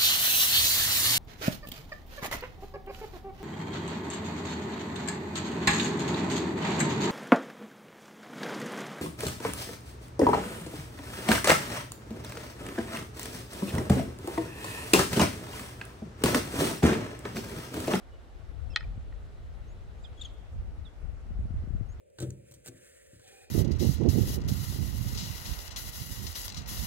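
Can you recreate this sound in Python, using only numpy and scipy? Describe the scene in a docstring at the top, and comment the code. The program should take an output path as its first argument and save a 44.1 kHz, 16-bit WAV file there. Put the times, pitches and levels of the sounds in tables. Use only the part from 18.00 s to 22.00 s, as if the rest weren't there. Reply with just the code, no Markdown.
"""A stick lands on a body with one sharp smack and rebounds lightly, on a gravel yard beside a wood.
Each contact crackles and rings the stick's bending modes; ground and trees throw the crack back.
Small birds chirp and whistle in short glides, the loudest call turning hoarse.
Wind buffets the microphone with rumble and thumps; far traffic and leaves murmur behind it all."""
import sys
import numpy as np
from scipy import signal
from scipy.io import wavfile

SR = 44100
rng = np.random.default_rng(int(sys.argv[2]) if len(sys.argv) > 2 else 0)


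def digitize_waveform(pressure):
    """Quantize a signal to 16-bit integers and store it at the path in sys.argv[1].

    Rows of a 2-D input are taken as channels; values are limited to [-1, 1].
    """
    field = np.atleast_2d(pressure).T
    bounded = np.clip(field, -1, 1)
    quanta = np.round(bounded * 32767).astype(np.int16)
    wavfile.write(sys.argv[1], SR, quanta)


N = 176400
TIME = np.arange(N) / SR

# landing and rebounds: t/s, relative level/dB, cut-off/Hz
CONTACTS = [(0.7591, -11.5, 5700), (0.8059, -25.5, 1450), (0.8258, -33, 1400), (1.1234, -36, 1200)]
# bending modes: f/Hz, relative level/dB, t60/s
STICK_MODES = [(847, -23.5, 0.051), (1285, -15, 0.029), (1377, -24.5, 0.0436), (1878, -17, 0.036),
               (1948, -7, 0.013), (2536, -14, 0.058), (3070, -10.5, 0.025), (3483, -15, 0.05),
               (4110, -3, 0.0096), (4990, -7.5, 0.005), (5650, -13.5, 0.014), (6180, -11, 0.005),
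               (7430, -8.5, 0.0019), (8380, -14, 0.0091)]
# stereo spread of the modes: f/Hz, pan/dB
MODE_PAN = [(1300, -5), (1900, -3.5), (3000, 2), (4100, 4.5), (6000, 5), (8000, 5)]
def stick():
    """Each contact crackles and rings the bending modes, high ones first; softer contacts are duller."""
    travel_s, travel_ref_hz = 0.00127, 3770  # bending wave to the tip; lower ones are slower
    crackle_db, crackle_low_hz, crackle_t60_s = -15, 11000, .014
    force = np.zeros(N)
    for start_s, db, cutoff_hz in CONTACTS:
        click = from_db(db) * signal.unit_impulse(N, int(start_s * SR))
        force += filtered(click, cutoff_hz, "low")
    t = TIME[:SR // 20]
    crackle = filtered(rng.standard_normal(len(t)) * (t > travel_s), crackle_low_hz, "high")
    crackle *= decay(t, crackle_t60_s)
    smack = from_db(crackle_db) * signal.fftconvolve(force, crackle)[:N]
    for hz, db, t60_s in STICK_MODES:
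        mode = delayed(ring(force, hz, t60_s), travel_s * np.sqrt(travel_ref_hz / hz))
        smack = smack + from_db(db) * panned(at_hz(MODE_PAN, hz)) * mode
    smack = filtered(smack, 1150, "high", order=4)
    return filtered(smack, 7000, "low", order=1)


# near reflections, ground first: delay/s, level/dB, cut-off/Hz, pan/dB
NEAR_ECHOES = [(.002164, -5.5, 8230, 5.5), (.009594, -21, 8000, -21), (0.0118, -18.5, 7940, 12)]
def yard(direct):
    """The direct crack, its near reflections and the wash scattered by gravel and trees."""
    out, mono = direct, direct.mean(0)
    for delay_s, db, top_hz, pan_db in NEAR_ECHOES:
        echo = filtered(delayed(mono, delay_s), top_hz, "low", order=1)
        out = out + from_db(db) * panned(pan_db) * echo
    gravel = from_db(-18.5) * scattered(mono, t60_s=0.1, onset_s=0.0025, top_hz=4930)
    trees = from_db(-32.5) * scattered(mono, t60_s=0.48, onset_s=0.026, top_hz=3980)
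    return out + gravel + trees


# first bird: t/s, length/s, first f/Hz, middle f/Hz, last f/Hz, level/dB, overtone/dB, pan/dB
BIRD_CHIRPS = [(0.107, .065, 2850, 2950, 2900, -67.5, -30, 0), (.695, .048, 2600, 2670, 2330, -60, 0, -2),
               (.730, .058, 3000, 3330, 3050, -51, -30, 0), (0.795, 0.022, 2555, 2600, 2270, -65, 5.5, 11),
               (0.835, 0.016, 2630, 2390, 2330, -55.5, -16, -9), (2.03, 0.035, 2380, 2460, 2580, -68, 1, 5),
               (2.039, 0.029, 4100, 3370, 3130, -53, -27, -14),
               (2.172, .020, 3330, 3350, 3520, -56, -15, 7),
               (2.192, 0.016, 3330, 3270, 3430, -50.5, -15, -2),
               (2.209, 0.021, 3730, 3600, 3280, -42, -9, 12),
               (2.245, 0.0204, 3400, 3266, 3040, -40, -11.5, 2),
               (2.846, 0.045, 4100, 3430, 3450, -57, -31, -11.5)]
# second bird, thin and rising: t/s, length/s, first f/Hz, middle f/Hz, last f/Hz, level/dB
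BIRD_WHISTLES = [(1.661, 0.086, 5700, 6750, 7300, -70), (1.965, .06, 6400, 6650, 7100, -82),
                 (2.024, .027, 7030, 7350, 7550, -66), (3.881, .062, 6440, 6600, 7120, -65.5)]
def birds():
    """Chirps, whistles and a rasp, blurred by nearby foliage and the wood behind."""
    chirps = sum(from_db(db) * panned(pan_db) * note(start_s, length_s, hz, overtone_db, partials=4)
                 for start_s, length_s, *hz, db, overtone_db, pan_db in BIRD_CHIRPS)
    whistles = sum(from_db(db) * note(start_s, length_s, hz)
                   for start_s, length_s, *hz, db in BIRD_WHISTLES)
    song = chirps + whistles + rasp()
    foliage = from_db(-18) * scattered(song.mean(0), t60_s=0.13, onset_s=0.0033, top_hz=9300)
    wood = from_db(-21) * scattered(song.mean(0), t60_s=1, onset_s=0.018, top_hz=6000)
    return song + foliage + wood


def note(start_s, length_s, pitches_hz, overtone_db=0, partials=1):
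    """One wavering glide through three pitches, each overtone weaker than the last."""
    edge_share, wobble, flutter_db, step_db = .3, .005, 1.5, 20
    progress = (TIME - start_s) / length_s
    on = (progress > 0) & (progress < 1)
    glide_hz = np.polyval(np.polyfit([0, .5, 1], pitches_hz, 2), progress[on])
    hz = glide_hz * (1 + wobble * drift(120)[on])
    phase = 2 * np.pi * np.cumsum(hz) / SR
    overtones = sum(from_db(overtone_db - step_db * (k - 1)) * np.sin((k + 1) * phase)
                    for k in range(1, partials))
    ramp = np.clip(np.minimum(progress[on], 1 - progress[on]) / edge_share, 0, 1)
    envelope = np.sin(np.pi / 2 * ramp) ** 2 * from_db(flutter_db * drift(60)[on])
    out = np.zeros(N)
    out[on] = envelope * (np.sin(phase) + overtones)
    return out


# hoarseness of the loudest call: t/s, level/dB
RASP_ENVELOPE = [(2.19, -76), (2.215, -58), (2.228, -60), (2.236, -54), (2.25, -62.5), (2.285, -67),
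                 (2.31, -73), (2.36, -100)]
def rasp():
    """Hoarse noise around the call's pitch and two overtones."""
    centre_hz, width_hz, step_db = 3540, 1450, 13
    level_db, = in_time(RASP_ENVELOPE)
    hiss = np.zeros(N)
    for k in (1, 2, 3):
        band_hz = k * centre_hz + np.array([-.5, .5]) * width_hz * np.sqrt(k)
        hiss += from_db(-step_db * (k - 1)) * rms_one(filtered(rng.standard_normal(N), band_hz, "band"))
    return from_db(level_db) * hiss


# gusts: t/s, relative level/dB, pan/dB
GUSTS = [(0.0, -61.5, -2), (0.11, -50.5, 0.5), (0.31, -56, -3), (0.34, -52.5, 9), (0.72, -43.5, 17.5),
         (0.77, -49, 1), (0.87, -40, 5.5), (1.32, -47, 4.5), (1.47, -44, -3.0), (1.56, -46, 8),
         (2.51, -47.5, 2.5), (2.56, -38.5, -2.5), (2.86, -44.5, 7), (2.91, -57, 1), (3.05, -39.5, 13.5),
         (3.22, -47, 2), (3.41, -33.5, 8.5), (3.44, -34, -7.5), (3.5, -39.5, 15.5), (3.56, -34, -9.5),
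         (3.7, -43.5, 17), (3.75, -32, 4.5), (3.82, -43, 19), (4.0, -42, -4)]
# rumble spectrum: f/Hz, relative density/dB
WIND_SPECTRUM = [(20, -9), (35, 0), (55, 2.5), (90, -4.5), (130, -16), (200, -24.5), (350, -44), (700, -59)]
def wind():
    """Lumpy rumble, different at each microphone port."""
    level_db, pan_db = in_time(GUSTS)
    rumble = banded_noise(WIND_SPECTRUM, low_hz=19.56, bands=11, flicker_db=0.87)
    return from_db(level_db + 4) * panned(pan_db) * rumble


# thumps on the ports: t/s, relative peak/dB, pan/dB
EDDY_THUMPS = [(0.703, -48, 10), (0.972, -40, 7.0), (2.555, -55, -18), (3.02, -59, 21), (3.087, -62, 13.0),
               (3.258, -48, 8.0), (3.303, -38.5, 19), (3.387, -37.5, 7.5), (3.449, -37.5, 15),
               (3.502, -35.5, 14), (3.537, -37, 8), (3.634, -38, 23), (3.67, -36.5, 20.0), (3.701, -36, 25),
               (3.745, -34, 8), (3.805, -33, 26)]
def eddies():
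    """Each eddy is one dull flap of pressure, a push or a pull, that swings back."""
    gain_db, lag_s, band_hz, top_hz = 5.5, 0.00417, [69.4, 147], 257
    flap = filtered(signal.unit_impulse(SR // 8), band_hz, "band", order=1)
    flap = filtered(flap, top_hz, "low", order=3)
    flap /= np.abs(flap).max()
    out = np.zeros((2, N + SR))
    for (start_s, db, pan_db), sign in zip(EDDY_THUMPS, rng.choice([-1, 1], len(EDDY_THUMPS))):
        sides, start = panned(pan_db), int((start_s + lag_s) * SR)
        out[:, start:start + len(flap)] += sign * from_db(db + gain_db) * sides / sides.mean() * flap
    return out[:, :N]


# murmur spectrum: f/Hz, relative density/dB
MURMUR_SPECTRUM = [(120, -33), (200, -5), (371, -5), (407, -4), (534, -4), (827, -5), (939, -12.5),
                   (1150, -10.5), (2600, -20), (2950, -18), (3350, -24.5), (8960, -33.5), (15500, -45)]
# murmur stereo likeness: f/Hz, left-right correlation
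MURMUR_CORRELATION = [(100, 0.58), (300, 1), (600, 0.1), (1200, 0.067), (3000, 0.033), (10000, 0.017)]
# slow swell: t/s, relative level/dB
MURMUR_SWELL = [(0, 1.3), (1, 0.5), (2.2, 1.46), (3, 0.6), (4, 1.15)]
def far_murmur():
    """Distant traffic and leaves, nearly steady."""
    swell_db, = in_time(MURMUR_SWELL)
    murmur = banded_noise(MURMUR_SPECTRUM, low_hz=185.3, bands=13, flicker_db=1.2,
                          correlation=MURMUR_CORRELATION)
    return from_db(swell_db - 58.5) * murmur


def banded_noise(spectrum, low_hz, bands, flicker_db, correlation=None):
    """Flickering half-octave bands of stereo noise, unit rms in total."""
    out, edges_hz = 0, low_hz * 2 ** (np.arange(bands + 1) / 2)
    white = rng.standard_normal((2, 2, N + SR // 2))
    for k, (low, high) in enumerate(zip(edges_hz, edges_hz[1:])):
        mid, side = filtered(white[k % 2], [low, high], "band", order=3)[:, -N:]
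        hz = np.sqrt(low * high)
        alike = at_hz(correlation, hz) if correlation else 0
        gain = from_db(at_hz(spectrum, hz) + flicker_db * drift(15.4))
        out = out + gain * (np.sqrt(1 + alike) * mid + np.sqrt(1 - alike) * side * [[1], [-1]])
    return rms_one(out)


def scattered(x, t60_s, onset_s, top_hz):
    """Dense dull echoes that build up and die away, different on each side."""
    t = TIME[:SR]
    build_up = 1 - np.exp(-(t / onset_s) ** 2)
    echoes = filtered(rng.standard_normal((2, SR)), top_hz, "low") * decay(t, t60_s) * build_up
    return signal.fftconvolve(np.atleast_2d(x), rms_one(echoes) / np.sqrt(SR), axes=1)[:, :N]


def ring(x, hz, t60_s):
    """Resonator: a unit click starts a decaying unit sine."""
    r, w = decay(1 / SR, t60_s), 2 * np.pi * hz / SR
    return signal.lfilter([0, np.sin(w)], [1, -2 * r * np.cos(w), r * r], x + 1e-18)


def drift(rate_hz):
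    """Smooth random wander, unit rms."""
    hop, settle = 40, 2000
    r = np.exp(-2 * np.pi * rate_hz * hop / SR)
    slow = signal.lfilter([1], [1, -2 * r, r * r], rng.standard_normal(N // hop + settle + 2))[settle:]
    return np.interp(np.arange(N) / hop, np.arange(len(slow)), rms_one(slow))


def filtered(x, hz, kind, order=2):
    """Butterworth filter."""
    return signal.sosfilt(signal.butter(order, np.clip(hz, 10, .45 * SR), kind, fs=SR, output="sos"),
                          x + 1e-18)


def decay(t, t60_s):
    return np.exp(-np.log(1000) * t / t60_s)


def delayed(x, delay_s):
    return np.interp(TIME - delay_s, TIME, x)


def from_db(db):
    return 10 ** (np.asarray(db) / 20)


def rms_one(x):
    return x / np.sqrt(np.mean(x ** 2) + 1e-20)


def in_time(rows):
    """Each column of a curve at every sample."""
    times_s, *columns = np.transpose(rows)
    return [np.interp(TIME, times_s, column) for column in columns]


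def at_hz(points, hz):
    """Interpolate on a log-frequency axis."""
    points_hz, values = np.transpose(points)
    return np.interp(np.log(hz), np.log(points_hz), values)


def panned(pan_db):
    """Stereo gains for a left-minus-right level."""
    return from_db(np.array([[.5], [-.5]]) * pan_db)


def scene():
    """The smack in the yard over birds, wind and far murmur."""
    return yard(stick()) + birds() + wind() + eddies() + far_murmur()


def record(dry):
    """The microphone's narrow dip, then a steep treble cut."""
    dip_hz, dip_q, dip_depth, cutoff_hz = 998, 6.1, 0.46, 15700
    coloured = dry - dip_depth * signal.lfilter(*signal.iirpeak(dip_hz, dip_q, fs=SR), dry)
    return signal.sosfilt(signal.ellip(10, .1, 80, cutoff_hz, fs=SR, output="sos"), coloured)


dry = scene()
out = record(dry)
digitize_waveform(out)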